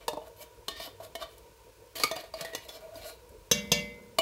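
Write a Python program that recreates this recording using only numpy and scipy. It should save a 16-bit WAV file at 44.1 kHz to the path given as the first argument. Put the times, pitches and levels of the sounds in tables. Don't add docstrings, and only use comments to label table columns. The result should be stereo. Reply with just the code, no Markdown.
import sys
import numpy as np
from scipy import signal
from scipy.fft import rfft, irfft, next_fast_len
from scipy.io import wavfile
from scipy.ndimage import uniform_filter1d, map_coordinates

SR = 44100
rng = np.random.default_rng(int(sys.argv[2]) if len(sys.argv) > 2 else 0)


def undo_db(level):
    steps = np.asarray(level, float) / 20
    return 10 ** steps


def transcribe(u):
    v = np.clip(np.atleast_2d(u).T, -1, 1)
    q = np.round(v * 32767).astype(np.int16)
    wavfile.write(sys.argv[1], SR, q)


N = 185726

# [pitch_hz, likeness]
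PORT_LIKENESS = [(60, 1), (200, 0.68), (600, 0.87), (1400, 0), (3000, 0), (15000, 0.063)]
# [pitch_hz, t60_s]
KITCHEN_DECAY = [(200, 0.33), (2000, 0.44), (6000, 0.23), (14000, 0.15)]
# [pitch_hz, level_db]
MIC_EDGE = [(15750, 0), (15950, -70)]

# [pitch_hz, density_db_per_hz]
HUM_COLOUR = [(13, -52), (22, -104), (43, 4), (107, -11.5), (141, -8.5), (271, -18), (349, -6.5),
              (390, -11), (459, 1.5), (685, -18), (836, -22), (950, -2), (1120, -44), (1470, -15),
              (1700, -50), (2210, -56), (3740, -120)]
# [pitch_hz, width_hz, level_db]
HUM_TONES = [(60.6, 1.5, 8), (99.9, 3.2, 5.5), (453, 81, -8), (959, 67, -9.5)]
# [pitch_hz, density_db_per_hz]
HISS_COLOUR = [(710, -16), (1200, -63), (1470, -1.5), (1930, -7.5), (2470, -1.5), (3100, -5.5),
               (4980, -5.5), (12200, -10), (15800, -9)]
HUM_DB, HISS_DB = -53.5, -60.5

# [start_s, length_s, wall_db, hollow_over_wall_db, rasp_over_wall_db]
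DRAGS = [(.005, 0.03, -50.5, 7, -20), (0.178, .09, -65.5, 4, -12), (0.681, 0.17, -42, -9, -34),
         (0.757, 0.045, -49, -13, -34), (0.793, 0.053, -43, -11, -7.5), (1.002, 0.05, -60.5, 13, -4),
         (1.288, 0.18, -58, -20, -7), (1.953, 0.077, -39, 7, -5), (1.996, 0.041, -37, -4, -7),
         (2.054, 0.11, -43.5, -19, -7.5), (2.155, 0.057, -39, 3.5, -10.5), (2.238, 0.027, -55, 14, -12),
         (2.335, 0.047, -44, 5, -20), (2.385, 0.031, -43, 5, -10), (2.398, 0.035, -58.5, 25, -9),
         (2.453, 0.12, -49.5, 9, -7), (2.575, 0.055, -49, -11, -12), (2.682, 0.091, -45, 9, -5),
         (2.805, 0.16, -62, 21, 1), (2.942, 0.21, -54.5, 5, 0.5)]
# [start_s, length_s, wall_db, hollow_over_wall_db, rasp_over_wall_db]
SWEEPS = [(0.244, 0.028, -62.5, 24.5, 3), (0.363, 0.063, -49.5, 13, 2.5), (0.762, 0.11, -43, 8.5, -6),
          (1.001, 0.046, -56, 20, 6), (1.185, 0.043, -36, 6, -16), (2.632, 0.021, -52, 9, -0.5),
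          (2.981, 0.066, -49, 17, -15), (3.042, 0.058, -43.5, 10, 2.5)]
LAND_S, SAG_DB_PER_S, SWELL_DB, LIFT_DB_PER_S = 0.0028, 77, 15.5, 612
HOLLOW_SAG = 0.36
# [start_s, most_excited_pitch_hz]
CONTACT = [(0, 2620), (.3, 3430), (.69, 3630), (.85, 4040), (1.05, 3050), (1.3, 3100), (1.95, 3640),
           (2.17, 3100), (2.42, 2850), (2.455, 1810), (2.54, 1900), (2.6, 2700), (2.69, 5050), (2.77, 4900),
           (2.82, 2940), (3.1, 3700)]
# [start_s, end_s, hollow_pitch_ratio, wall_db]
GRIPS = [
    (0, 1.7, 0.97, -10),
    (1.7, 2.62, 1.0, -7.5),
    (2.619, 3.4, 0.995, 1.5),
]
# [pitch_hz, width_hz, level_db]
GRIP_WALLS = [
    [(1873, 90, 8.5), (2320, 42, 6), (3000, 110, 4.5), (3624, 146, 4.5), (3970, 20, -11), (4280, 71, -9),
     (4660, 22, -16), (4900, 196, -1), (5500, 80, -3), (5930, 75, -21), (7050, 110, -9)],
    [(1840, 190, 2), (2230, 37, 5), (2443, 40, 1), (2830, 105, 0), (3100, 38, -20), (3420, 38, -5),
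     (4430, 79, 6.5), (4640, 19, 5), (4600, 84, -5), (5000, 98, -9), (5900, 160, -19), (6290, 69, -16)],
    [(1976, 39, -1.5), (2330, 14, 6), (2340, 30, -8), (2850, 55, -9.5), (3450, 22, -21), (3900, 29, 2),
     (4200, 36, -2), (4530, 45, -8), (4670, 79, -4), (5250, 260, -12), (5700, 190, -28), (6850, 51, -8)],
]
# [pitch_hz, width_hz, level_db]
STROKE_HOLLOW = [(300, 60, -20), (475, 50, -18), (652, 28, 2), (1140, 60, -11), (1435, 40, -13)]
# [pitch_hz, width_hz, level_db]
HOLLOW_OVERTONE = [(1143, 48, -11)]
# [pitch_hz, density_db_per_hz]
SHELL_COLOUR = [(150, -53), (300, 9.5), (700, -16), (1300, -61), (2000, 2.5), (4300, 8), (6500, -11.5),
                (9000, -10)]
# [pitch_hz, density_db_per_hz]
RASP_COLOUR = [(2940, -20), (5000, 17.5), (5530, 11), (7070, 17.5), (8370, 14), (10300, 15.5), (12500, 22),
               (14500, 8), (15800, 18.5)]

# [start_s, peak_db, thump_over_peak_db, crack_over_peak_db]
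STRIKES = [(0.682, -33, -1.5, 2.5), (1.152, -32, -6, -5), (2.0354, -17.5, -9.5, -1.5),
           (2.113, -24.5, -6.5, -10.5), (2.549, -30, -13, 1), (4.1853, -18, -5.5, -5.5),
           (0.0803, -22.5, -6, -6), (0.1312, -34, 3.5, -12.5), (0.1706, -31, -2, -23),
                 (2.3385, -32, -11.5, -11.5), (2.409, -34, -8, 1.5), (2.448, -32.5, -13, -5)]
# [pitch_hz, level_db, t60_s]
STRIKE_SPOTS = [
    [(670, -4, 0.1), (1117, 3, 0.052), (1818, -11, 0.3), (2930, -0.5, 0.074), (3100, -1, 0.068),
     (3630, 10.5, 0.05), (4160, 6, 0.04), (4550, -6, .018), (5238, -13, 0.08)],
    [(674.5, 2.5, 0.11), (1010, -8, 0.048), (1840, -8, 0.08), (2190, -7, 0.069), (2980, -9.5, 0.2),
     (3180, 4.5, 0.026), (3580, -11, 0.072), (4000, -10, 0.069), (4700, -16, .1)],
    [(456, -3.5, 0.039), (1214, 2.5, 0.061), (2213, -5, 0.1), (2263, -5, 0.082), (2430, -4.5, 0.069),
     (2960, -32, .1), (4400, 1, 0.024), (4610, 8, 0.019), (4670, -20, 0.14), (6100, -25, 0.042),
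     (6990, -4.5, 0.029)],
    [(648, -1.5, 0.12), (1210, -14, 0.052), (1853, -0.5, 0.054), (3000, -20, 0.02), (3500, -8, 0.059),
     (3630, -8.5, 0.067), (4150, -15, .09), (6080, -8, 0.035), (6370, -1, 0.046)],
    [(460, -1, 0.05), (1964, -2.5, 0.084), (2440, -9, .067), (2900, -14, 0.24), (3510, -3, 0.063),
     (4140, -2.5, 0.04), (4600, -18, 0.035), (5400, -14, 0.055), (6250, 7.5, 0.019), (7100, -13, 0.028)],
    [(510, -14, 0.043), (655, 2, 0.089), (1140, -4.5, 0.068), (1900, -11, 0.032), (2240, -7, 0.084),
     (2360, -9.5, .1), (2940, 0, 0.21), (3616, -4, 0.081), (4370, -3, 0.055), (4540, 5, 0.026),
     (5240, -16, 0.063), (7160, -15.5, 0.083)],
]
# [pitch_hz, level_db, t60_s]
MORE_STRIKE_SPOTS = [
    [(472, -5.5, 0.069), (608, -8, 0.2), (925, 1.5, 0.047), (1720, -9.5, 0.044), (2600, -10.5, 0.064),
     (2850, -14, 0.1), (3620, 2, 0.039), (4360, -19, 0.052), (5320, -19, 0.042)],
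    [(484, 8, 0.017), (790, -8, 0.016), (3526, -9, 0.063)],
    [(466, 1, 0.067), (608, 1.5, 0.069), (902, 0.5, 0.049)],
    [(645, 1, 0.12), (1130, -3, 0.033), (2230, -18.5, 0.24), (4250, -7, .06), (4700, 1, 0.042)],
    [(656, -4, 0.15), (1850, -4, 0.044), (4200, -10, 0.035), (4720, -12, 0.054)],
    [(490, -2, 0.053), (655, -2, 0.1), (1860, -5, 0.12), (1960, -2.5, 0.091), (3570, -16, .1)],
]
# [start_s, peak_db, pitch_hz]
JOLTS = [(0.132, -38, 297), (0.169, -55, 295), (0.684, -43, 430), (0.793, -50, 310), (0.872, -45, 283),
         (2.032, -33.5, 281), (2.036, -42.5, 144), (2.162, -46, 148), (2.412, -40.5, 164),
         (2.955, -46, 290)]
# [start_s, peak_db, hollow_db, hollow_hz, ring_hz]
BUMPS = [(0.2164, -52, 4.5, 640, 2960), (0.799, -33.5, -4.5, 666, 3630), (2.2364, -41.5, -5, 637, 2900),
         (2.5331, -33, -8, 463, 1904)]
# [start_s, peak_db, hollow_db, hollow_hz, ring_hz]
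ROLLS = [(0.405, -42.5, -1, 608, 2300)]
# [start_s, peak_db, hollow_db, hollow_hz, ring_hz]
TAPS = [(0.8744, -53, 6.5, 518, 1840), (1.0012, -52.5, 11.5, 664, 3970), (1.954, -40, -12.5, 650, 4200),
        (2.6903, -37.5, -13.5, 445, 3450), (2.9552, -43.5, -4.5, 610, 4780)]
# [start_s, peak_db, hollow_db, hollow_hz, ring_hz]
TICKS = [(1.9994, -40, -4, 634, 3970)]
# [pitch_hz, width_hz, level_db]
HOLLOW = [(330, 20, -46), (410, 30, -14), (639, 47, -13.5), (964, 21.5, -1.5), (1040, 140, -2.5),
          (1360, 23, -52)]
# [pitch_hz, width_hz, level_db]
WALL = [(1750, 68, -21), (1960, 53, -3), (2265, 49, -9), (2470, 39, -18), (2830, 42, -4), (3450, 115, -18),
        (3740, 40, 0), (3970, 38, -8), (4270, 27, -22), (4360, 130, -11), (4890, 180, -18), (5440, 110, -6),
        (6300, 15, -7), (6400, 130, -24)]
# [pitch_hz, density_db_per_hz]
CRACK_COLOUR = [(120, -82), (200, -7), (1170, -2.5), (1480, -11.5), (1780, -6.5), (2200, -8), (3890, -2),
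                (4510, -1), (5630, -4), (14200, -10.5), (16400, -14)]
# [pitch_hz, density_db_per_hz]
THUMP_COLOUR = [(60, -34), (150, -1), (300, -0.5), (600, 8.5), (1200, 0), (1600, -73), (3000, -56)]
# [start_s, peak_db]
SPITS = [(0.279, -38), (1.381, -35.5), (3.292, -39), (4.02, -49)]
# [start_s, length_s, pitch_hz, level_db]
SINGS = [(0.703, 0.16, 3630, -53), (.7, 0.13, 1850, -52.5), (.8, 0.085, 2980, -55),
         (1.984, 0.033, 4270, -40.5), (2.515, 0.033, 1900, -44), (2.647, 0.14, 644, -51),
         (2.809, .13, 644.4, -50), (2.94, 0.038, 651, -43.5), (3.012, 0.099, 650.5, -46),
         (2.164, 0.034, 655, -48.5)]
# [start_s, peak_db]
CHATTER = [(1.2125, -40.5), (1.2195, -35.5), (1.2255, -35.5), (1.233, -41), (1.2405, -52)]
# [pitch_hz, level_db, t60_s]
DAMPED = [(674, 2.5, 0.05), (1142, 7, 0.032), (1520, -3, 0.03), (1920, -19, .03), (3050, -4.5, 0.079),
          (3640, -1, 0.051), (4700, -18, 0.027)]
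# [start_s, wall_db, hollow_over_wall_db, hollow_hz, ring_hz]
BLOWS = [(2.164, -29, 2, 725, 2330), (2.17, -45, -11, 714, 4530)]
# [pitch_hz, width_hz, level_db]
CAN = [(460, 61, -8), (634, 11, -23), (926, 26, -8), (1157, 40, -4), (1854, 90, -15), (2256, 71, -1),
       (2420, 32, -11), (2900, 16, -10), (3570, 66, 3), (4060, 52, -2.5), (4780, 23, -7), (5330, 22, -16),
       (5930, 84, -13), (7240, 55, -4.5)]
HOLLOW_TOP_HZ = 1400

# [start_s, peak_db, thud_db, edge_db, low_ring_db]
KNOCKS = [
    (3.514, -10.5, -22.5, -2.5, -2.5),
    (3.7181, -8, -23, -6.5, -1),
]
IRON_HZ = [481, 589, 877, 1106, 1771, 2268, 2304, 2756, 2767, 2781, 2798, 3119, 3229, 3333, 3506, 3560,
           3741, 4061, 4590, 4800, 5133, 5258, 5727, 6186, 6215, 6238, 6727, 6894, 7913]
# [level_db, t60_s]
IRON = [(-23.5, 1.5), (-14.5, .75), (-41, 1.5), (-34.5, 0.59), (-16, 0.25), (-13, 0.55), (-21, 0.39),
        (-17, 0.42), (-4, 0.27), (-8, 0.16), (-24, 0.14), (-19, .2), (-9, 0.15), (-16, 0.33), (-14, 0.28),
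        (-17, 0.18), (-6, 0.055), (-13, 0.15), (-18, 0.26), (-25, 0.2), (-24, .3), (-28, .3), (-30, 0.13),
        (-6, .09), (7.5, 0.07), (-11, .1), (-16, 0.15), (-14.5, 0.25), (-30, 0.17)]
# (pitch_hz, level_db, t60_s, rise_s)
SWELL = (2062, -10, .56, .06)
# [pitch_hz, level_db, t60_s]
SPOON = [
    [(2330, -9, 0.03), (3100, -9, 0.12), (3200, -11, 0.024), (3396, -2, 0.059), (3850, 4.5, 0.038),
     (4770, -5, 0.092), (5450, 3, .05), (6230, 4.5, 0.082), (6900, -8, 0.072)],
    [(2590, -6, 0.055), (3320, -8, 0.058), (3550, -7, 0.046), (4120, -7.5, 0.073), (4240, -22, 0.087),
     (5180, -7, 0.059), (6750, -5.5, 0.06)],
]
# [pitch_hz, level_db, t60_s]
THUD = [(153, -7, .5), (165, -4, .3), (172, 4, .08), (181, -4, .55), (204, -7, .95), (240, -24, .4),
        (57.45, -16, 1), (485, 18.5, .029), (310, 2, .04), (666, 1.5, .073)]
# [pitch_hz, density_db_per_hz]
CLANK_COLOUR = [(410, -18), (800, -12.5), (1930, -11), (2730, -7.5), (3690, 9), (4330, -19), (4680, 6),
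                (5860, -1.5), (6340, -2), (7730, -11), (12900, -7), (15800, -21), (16400, -40)]
# [pitch_hz, density_db_per_hz]
STOVE_COLOUR = [(40, -40), (60, 10), (110, 1), (160, 11), (215, 14.5), (300, 2), (480, -3), (700, -7),
                (1200, -64)]


def unit(x):
    return x / np.sqrt(np.mean(x ** 2) + 1e-20)


def along(points, hz):
    f, v = np.transpose(points)
    return np.interp(np.log(hz + 1), np.log(f + 1), v)


def wobble(rate, size=N):
    knots = rng.standard_normal(int(size * rate / SR) + 4)
    return map_coordinates(knots, [np.arange(size) * rate / SR])


def filtered(x, response):
    m = next_fast_len(x.shape[-1] + 8192)
    spectrum = rfft(x, m) * response(np.fft.rfftfreq(m, 1 / SR))
    return irfft(spectrum, m)[..., :x.shape[-1]]


def ports(hz, scatter=1.64):
    turn = rng.choice([-1, 1], np.shape(hz)) * rng.uniform(0.51, 1.99, np.shape(hz))
    lead = np.pi * hz * 7 / SR * np.exp(-(hz / 1800) ** 2)
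    beam = scatter * np.minimum(hz / 2200, 1) ** 2 * turn / 2
    return np.array([lead + beam, -lead - beam])


def mode_ports(modes, scatter=1.64):
    return ports(np.transpose(modes)[0], scatter)


def rush(spectrum, size=N, patchy_db=0):
    z = signal.stft(rng.standard_normal((2, size + 512)), nperseg=512)[2]
    field = uniform_filter1d(rng.standard_normal(z.shape[1:]), size=6, axis=0)
    field = uniform_filter1d(field, size=8, axis=1)
    pair = signal.istft(z * undo_db(patchy_db * unit(field)), nperseg=512)[1][:, :size]

    def mid_side(hz):
        turn = np.arccos(np.clip(along(PORT_LIKENESS, hz), -1, 1)) / 2
        return undo_db(along(spectrum, hz)) * [np.cos(turn), np.sin(turn)]

    mid, side = filtered(pair, mid_side)
    return unit(np.array([mid + side, mid - side]))


def resonate(x, peaks):
    turns = np.exp(1j * mode_ports(peaks)).T[:, :, None]

    def response(f):
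        total = 0
        for (hz, width, db), turn in zip(peaks, turns):
            total = total + turn * undo_db(db) * 1j * f * width / (hz * hz - f * f + 1j * f * width)
        return total

    return filtered(x, response)


def ring(modes, t, spread_db, phase, rise=0.00095):
    hz, db, t60 = np.transpose(modes)[:, :, None]
    size = undo_db(db + spread_db * rng.standard_normal(hz.shape) - 60 * t / t60)
    waves = size * np.sin(2 * np.pi * hz * t + phase[:, :, None])
    return np.sum(waves, axis=1) * (1 - np.exp(-t / rise))


def add(out, s, piece):
    room = out[:, round(s * SR):][:, :piece.shape[1]]
    room += piece[:, :room.shape[1]]


def floor():
    hum = undo_db(HUM_DB - 3.0) * rush(HUM_COLOUR, patchy_db=3.5)
    tones = undo_db(HUM_DB - 7.5) * unit(resonate(rng.standard_normal(N), HUM_TONES))
    flutter_db = 0.3 * wobble(3) + 0.5 * wobble(150)
    sizzle = undo_db(HISS_DB + flutter_db) * rush(HISS_COLOUR)
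    return hum + tones + sizzle


def contact():
    t, level = np.arange(SR // 3) / SR, np.zeros((3, N))
    strokes = [(row, 0, SAG_DB_PER_S * row[1]) for row in DRAGS]
    strokes += [(row, SWELL_DB, 0) for row in SWEEPS]
    for (s, length, db, hollow_db, rasp_db), swell_db, sag_db in strokes:
        done = np.clip(t / length, 0, 1)
        sag = sag_db * done * np.array([[HOLLOW_SAG], [1], [1]])
        lift = LIFT_DB_PER_S * np.maximum(t - length, 0)
        shape_db = -swell_db * (1 - done) - sag - lift
        peaks = undo_db([[db + hollow_db], [db], [db + rasp_db]])
        add(level, s, np.clip(t / LAND_S, 0, 1) * undo_db(shape_db) * peaks)
    focus_hz = np.interp(np.arange(N) / SR, *np.transpose(CONTACT))
    return level, focus_hz


def slips(rate, size_db):
    happens = rng.random(N) < rate / SR
    return happens * undo_db(size_db * rng.exponential(size=N)) * rng.choice([-1, 1], N)


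def scrape():
    (hollow_level, wall_level, rasp_level), focus_hz = contact()
    judder = undo_db(1.5 * wobble(45))
    push = hollow_level * unit(undo_db(3.0 * wobble(28.55)) * slips(2500, 2.5))
    drive = wall_level * unit(judder * slips(5000, 1.2))
    hollow, wall = np.zeros((2, N)), resonate(drive, HOLLOW_OVERTONE)
    for (start, end, ratio, wall_db), modes in zip(GRIPS, GRIP_WALLS):
        held = slice(round(start * SR), round(end * SR))
        tuned = [(hz * ratio, width, db) for hz, width, db in STROKE_HOLLOW]
        add(hollow, start, resonate(push[held], tuned))
        for mode in modes:
            near = 0.35 + np.exp(-(np.log(mode[0] / (focus_hz + 1)) / 0.3) ** 2)
            add(wall, start, undo_db(wall_db) * resonate((drive * near)[held], [mode]))
    grit = undo_db(1.4 * wobble(240)) * judder ** 1.45
    bed_level = undo_db(-7.0) * wall_level + undo_db(-25.5) * hollow_level
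    bed = bed_level * unit(grit * rush(SHELL_COLOUR, patchy_db=3))
    rasp = rasp_level * unit(grit * rush(RASP_COLOUR, patchy_db=3.0))
    return undo_db(11.5) * hollow + undo_db(18.0) * wall + bed + undo_db(2.0) * rasp


def strikes():
    out, t = np.zeros((2, N)), np.arange(SR // 4) / SR
    rise = 1 - np.exp(-t / 0.00044)
    hits = zip(STRIKES, STRIKE_SPOTS + MORE_STRIKE_SPOTS)
    for (s, db, thump_db, crack_db), modes in hits:
        shell = ring(modes, t, 0, mode_ports(modes, 1.36))
        thump = undo_db(thump_db - 60 * t / 0.058) * rise * rush(THUMP_COLOUR, size=len(t))
        crack_fall = undo_db(-60 * t / 0.049) + undo_db(-6 - 60 * t / 0.043)
        crack = undo_db(crack_db) * crack_fall * rise * rush(CRACK_COLOUR, size=len(t))
        add(out, s, undo_db(db) * (shell + thump + crack))
    return out


def jolts():
    out, t = np.zeros((2, N)), np.arange(SR // 8) / SR
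    for s, db, hz in JOLTS:
        add(out, s, ring([(hz, db + 7.5, 0.06)], t, 0, ports(np.array([hz])), 0.0074))
    return out


def taps(touches, rise, crack_db, thump_db):
    out, t = np.zeros((2, N)), np.arange(SR // 4) / SR
    onset = 1 - np.exp(-t / rise)
    for s, db, hollow_db, hollow_hz, ring_hz in touches:
        hollow = [(hollow_hz, 0, 0.07)] + [(hz, g - 7, 1.46 / width) for hz, width, g in HOLLOW]
        wall = [(ring_hz, 0, 0.06)] + [(hz, g - 9, 2.5 / width) for hz, width, g in WALL]
        low = ring(hollow, t, 1.8, mode_ports(hollow), rise)
        low += undo_db(thump_db - 60 * t / 0.13) * onset * rush(THUMP_COLOUR, size=len(t))
        crack = undo_db(crack_db - 60 * t / 0.027) * onset * rush(CRACK_COLOUR, size=len(t))
        high = ring(wall, t, 3.0, mode_ports(wall), rise)
        add(out, s, undo_db(db) * (undo_db(hollow_db + 6.5) * low + high + crack))
    return out


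def spits():
    out, t = np.zeros((2, N)), np.arange(SR // 20) / SR
    colour = [(3000, -24), (6000, -9), (12000, -5), (15800, -12)]  # pitch_hz, density_db_per_hz
    for s, db in SPITS:
        add(out, s, undo_db(db - 12.0 - 60 * t / 0.034) * rush(colour, size=len(t)))
    return out


def sings():
    out, t = np.zeros((2, N)), np.arange(SR // 4) / SR
    for s, length, hz, db in SINGS:
        shape_db = 3.3 * wobble(60, size=len(t)) - 900 * np.maximum(t - length, 0)
        wander = 1.25 * wobble(71, size=len(t))
        turn = 2 * np.pi * hz * t + wander + ports(np.array([hz]), 0.74)
        add(out, s, undo_db(db + shape_db) * (1 - np.exp(-t / 0.0096)) * np.sin(turn))
    return out


def chatter():
    out, t = np.zeros((2, N)), np.arange(SR // 8) / SR
    for s, db in CHATTER:
        noise = undo_db(-15.0) * rush(THUMP_COLOUR, size=len(t)) + undo_db(-7) * rush(CRACK_COLOUR, size=len(t))
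        grit = undo_db(-60 * t / 0.047) * noise * (1 - np.exp(-t / 0.0022))
        modes = ring(DAMPED, t, 1.5, mode_ports(DAMPED, 1.0), 0.0021)
        add(out, s, undo_db(db) * (modes + grit))
    return out


def blows():
    out, t = np.zeros((2, N)), np.arange(SR // 4) / SR
    rise = 1 - np.exp(-t / 0.00052)
    widths = [mode[:2] for mode in CAN]
    for s, db, hollow_db, hollow_hz, ring_hz in BLOWS:
        rest = []
        for hz, width, g in CAN:
            if min(abs(hz / ring_hz - 1), abs(hz / hollow_hz - 1)) > 1 / 20:
                rest.append((hz, g + hollow_db * (hz < HOLLOW_TOP_HZ), 2.0 / width))
        favoured = [(hollow_hz, hollow_db), (ring_hz, 2)]
        best = [(hz, g, 2.4 / along(widths, hz)) for hz, g in favoured]
        shell = ring(rest, t, 5.8, mode_ports(rest, 0.59)) + ring(best, t, 0, mode_ports(best, 0.85))
        thump = undo_db(hollow_db - 5.0 - 60 * t / 0.031) * rise * rush(THUMP_COLOUR, size=len(t))
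        crack = undo_db(-2.0 - 60 * t / 0.017) * rise * rush(CRACK_COLOUR, size=len(t))
        add(out, s, undo_db(db) * (undo_db(-7.5) * shell + thump + crack))
    return out


def knocks():
    out, t = np.zeros((2, N)), np.arange(SR * 3 // 4) / SR
    rise = 1 - np.exp(-(t / 0.00094) ** 2)
    iron = [(hz, db, t60) for hz, (db, t60) in zip(IRON_HZ, IRON)]
    iron_phase, thud_phase = mode_ports(iron, 0.95), mode_ports(THUD)
    for (s, db, thud_db, edge_db, low_db), spoon in zip(KNOCKS, SPOON):
        clank_fall = undo_db(-60 * t / 0.044) + undo_db(-27.0 - 60 * t / 0.5)
        clank = rush(CLANK_COLOUR, size=len(t), patchy_db=2.5) * clank_fall * rise
        thud = ring(THUD, t, 2.3, thud_phase, 0.0027)
        thud += undo_db(-14.5 - 60 * t / 1.33) * rise * rush(STOVE_COLOUR, size=len(t))
        struck = [(hz, g + low_db * (hz < 2500), t60) for hz, g, t60 in iron]
        pot = ring(struck, t, 0.14, iron_phase, 0.0072)
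        pot += undo_db(2 * low_db) * ring([SWELL[:3]], t, 0, iron_phase[:, 5:6], SWELL[3])
        steel = ring(spoon, t, 0, mode_ports(spoon, 1.1), 0.0031)
        knock = undo_db(-11.0) * pot + undo_db(thud_db + 1.5) * thud
        knock += undo_db(edge_db + 3.0) * clank + undo_db(-7.0) * steel
        add(out, s - 0.001, undo_db(db) * knock)
    return out


def kitchen(x):
    hz, t, z = signal.stft(rush([(100, 0)], size=SR // 2), SR, nperseg=256)
    fall = undo_db(-60 * t / along(KITCHEN_DECAY, hz)[:, None])
    tail = signal.istft(z * fall, SR, nperseg=256)[1]
    late = np.pad(x, ((0, 0), (250, 0)))
    return signal.fftconvolve(late, tail / np.linalg.norm(tail[0]), axes=1)[:, :N]


def scene():
    pot = knocks()
    pot += undo_db(-11) * kitchen(pot)
    can = blows() + strikes() + scrape()
    can += taps(TICKS, rise=0.00052, crack_db=8.8, thump_db=0.5)
    can += taps(TAPS, rise=0.001, crack_db=-1.5, thump_db=-12.0)
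    can += taps(BUMPS, rise=0.0022, crack_db=-3, thump_db=-15.5)
    can += chatter()
    can += taps(ROLLS, rise=0.0074, crack_db=-25, thump_db=-25)
    can += jolts() + spits() + sings()
    return pot + can + undo_db(-12.0) * kitchen(can) + floor()


def roll_off(x):
    return signal.sosfilt(signal.butter(12, 16830, fs=SR, output="sos"), x)


def record(dry):
    mix = filtered(dry, lambda hz: undo_db(along(MIC_EDGE, hz)))
    return roll_off(mix)


dry = scene()
out = record(dry)
transcribe(out)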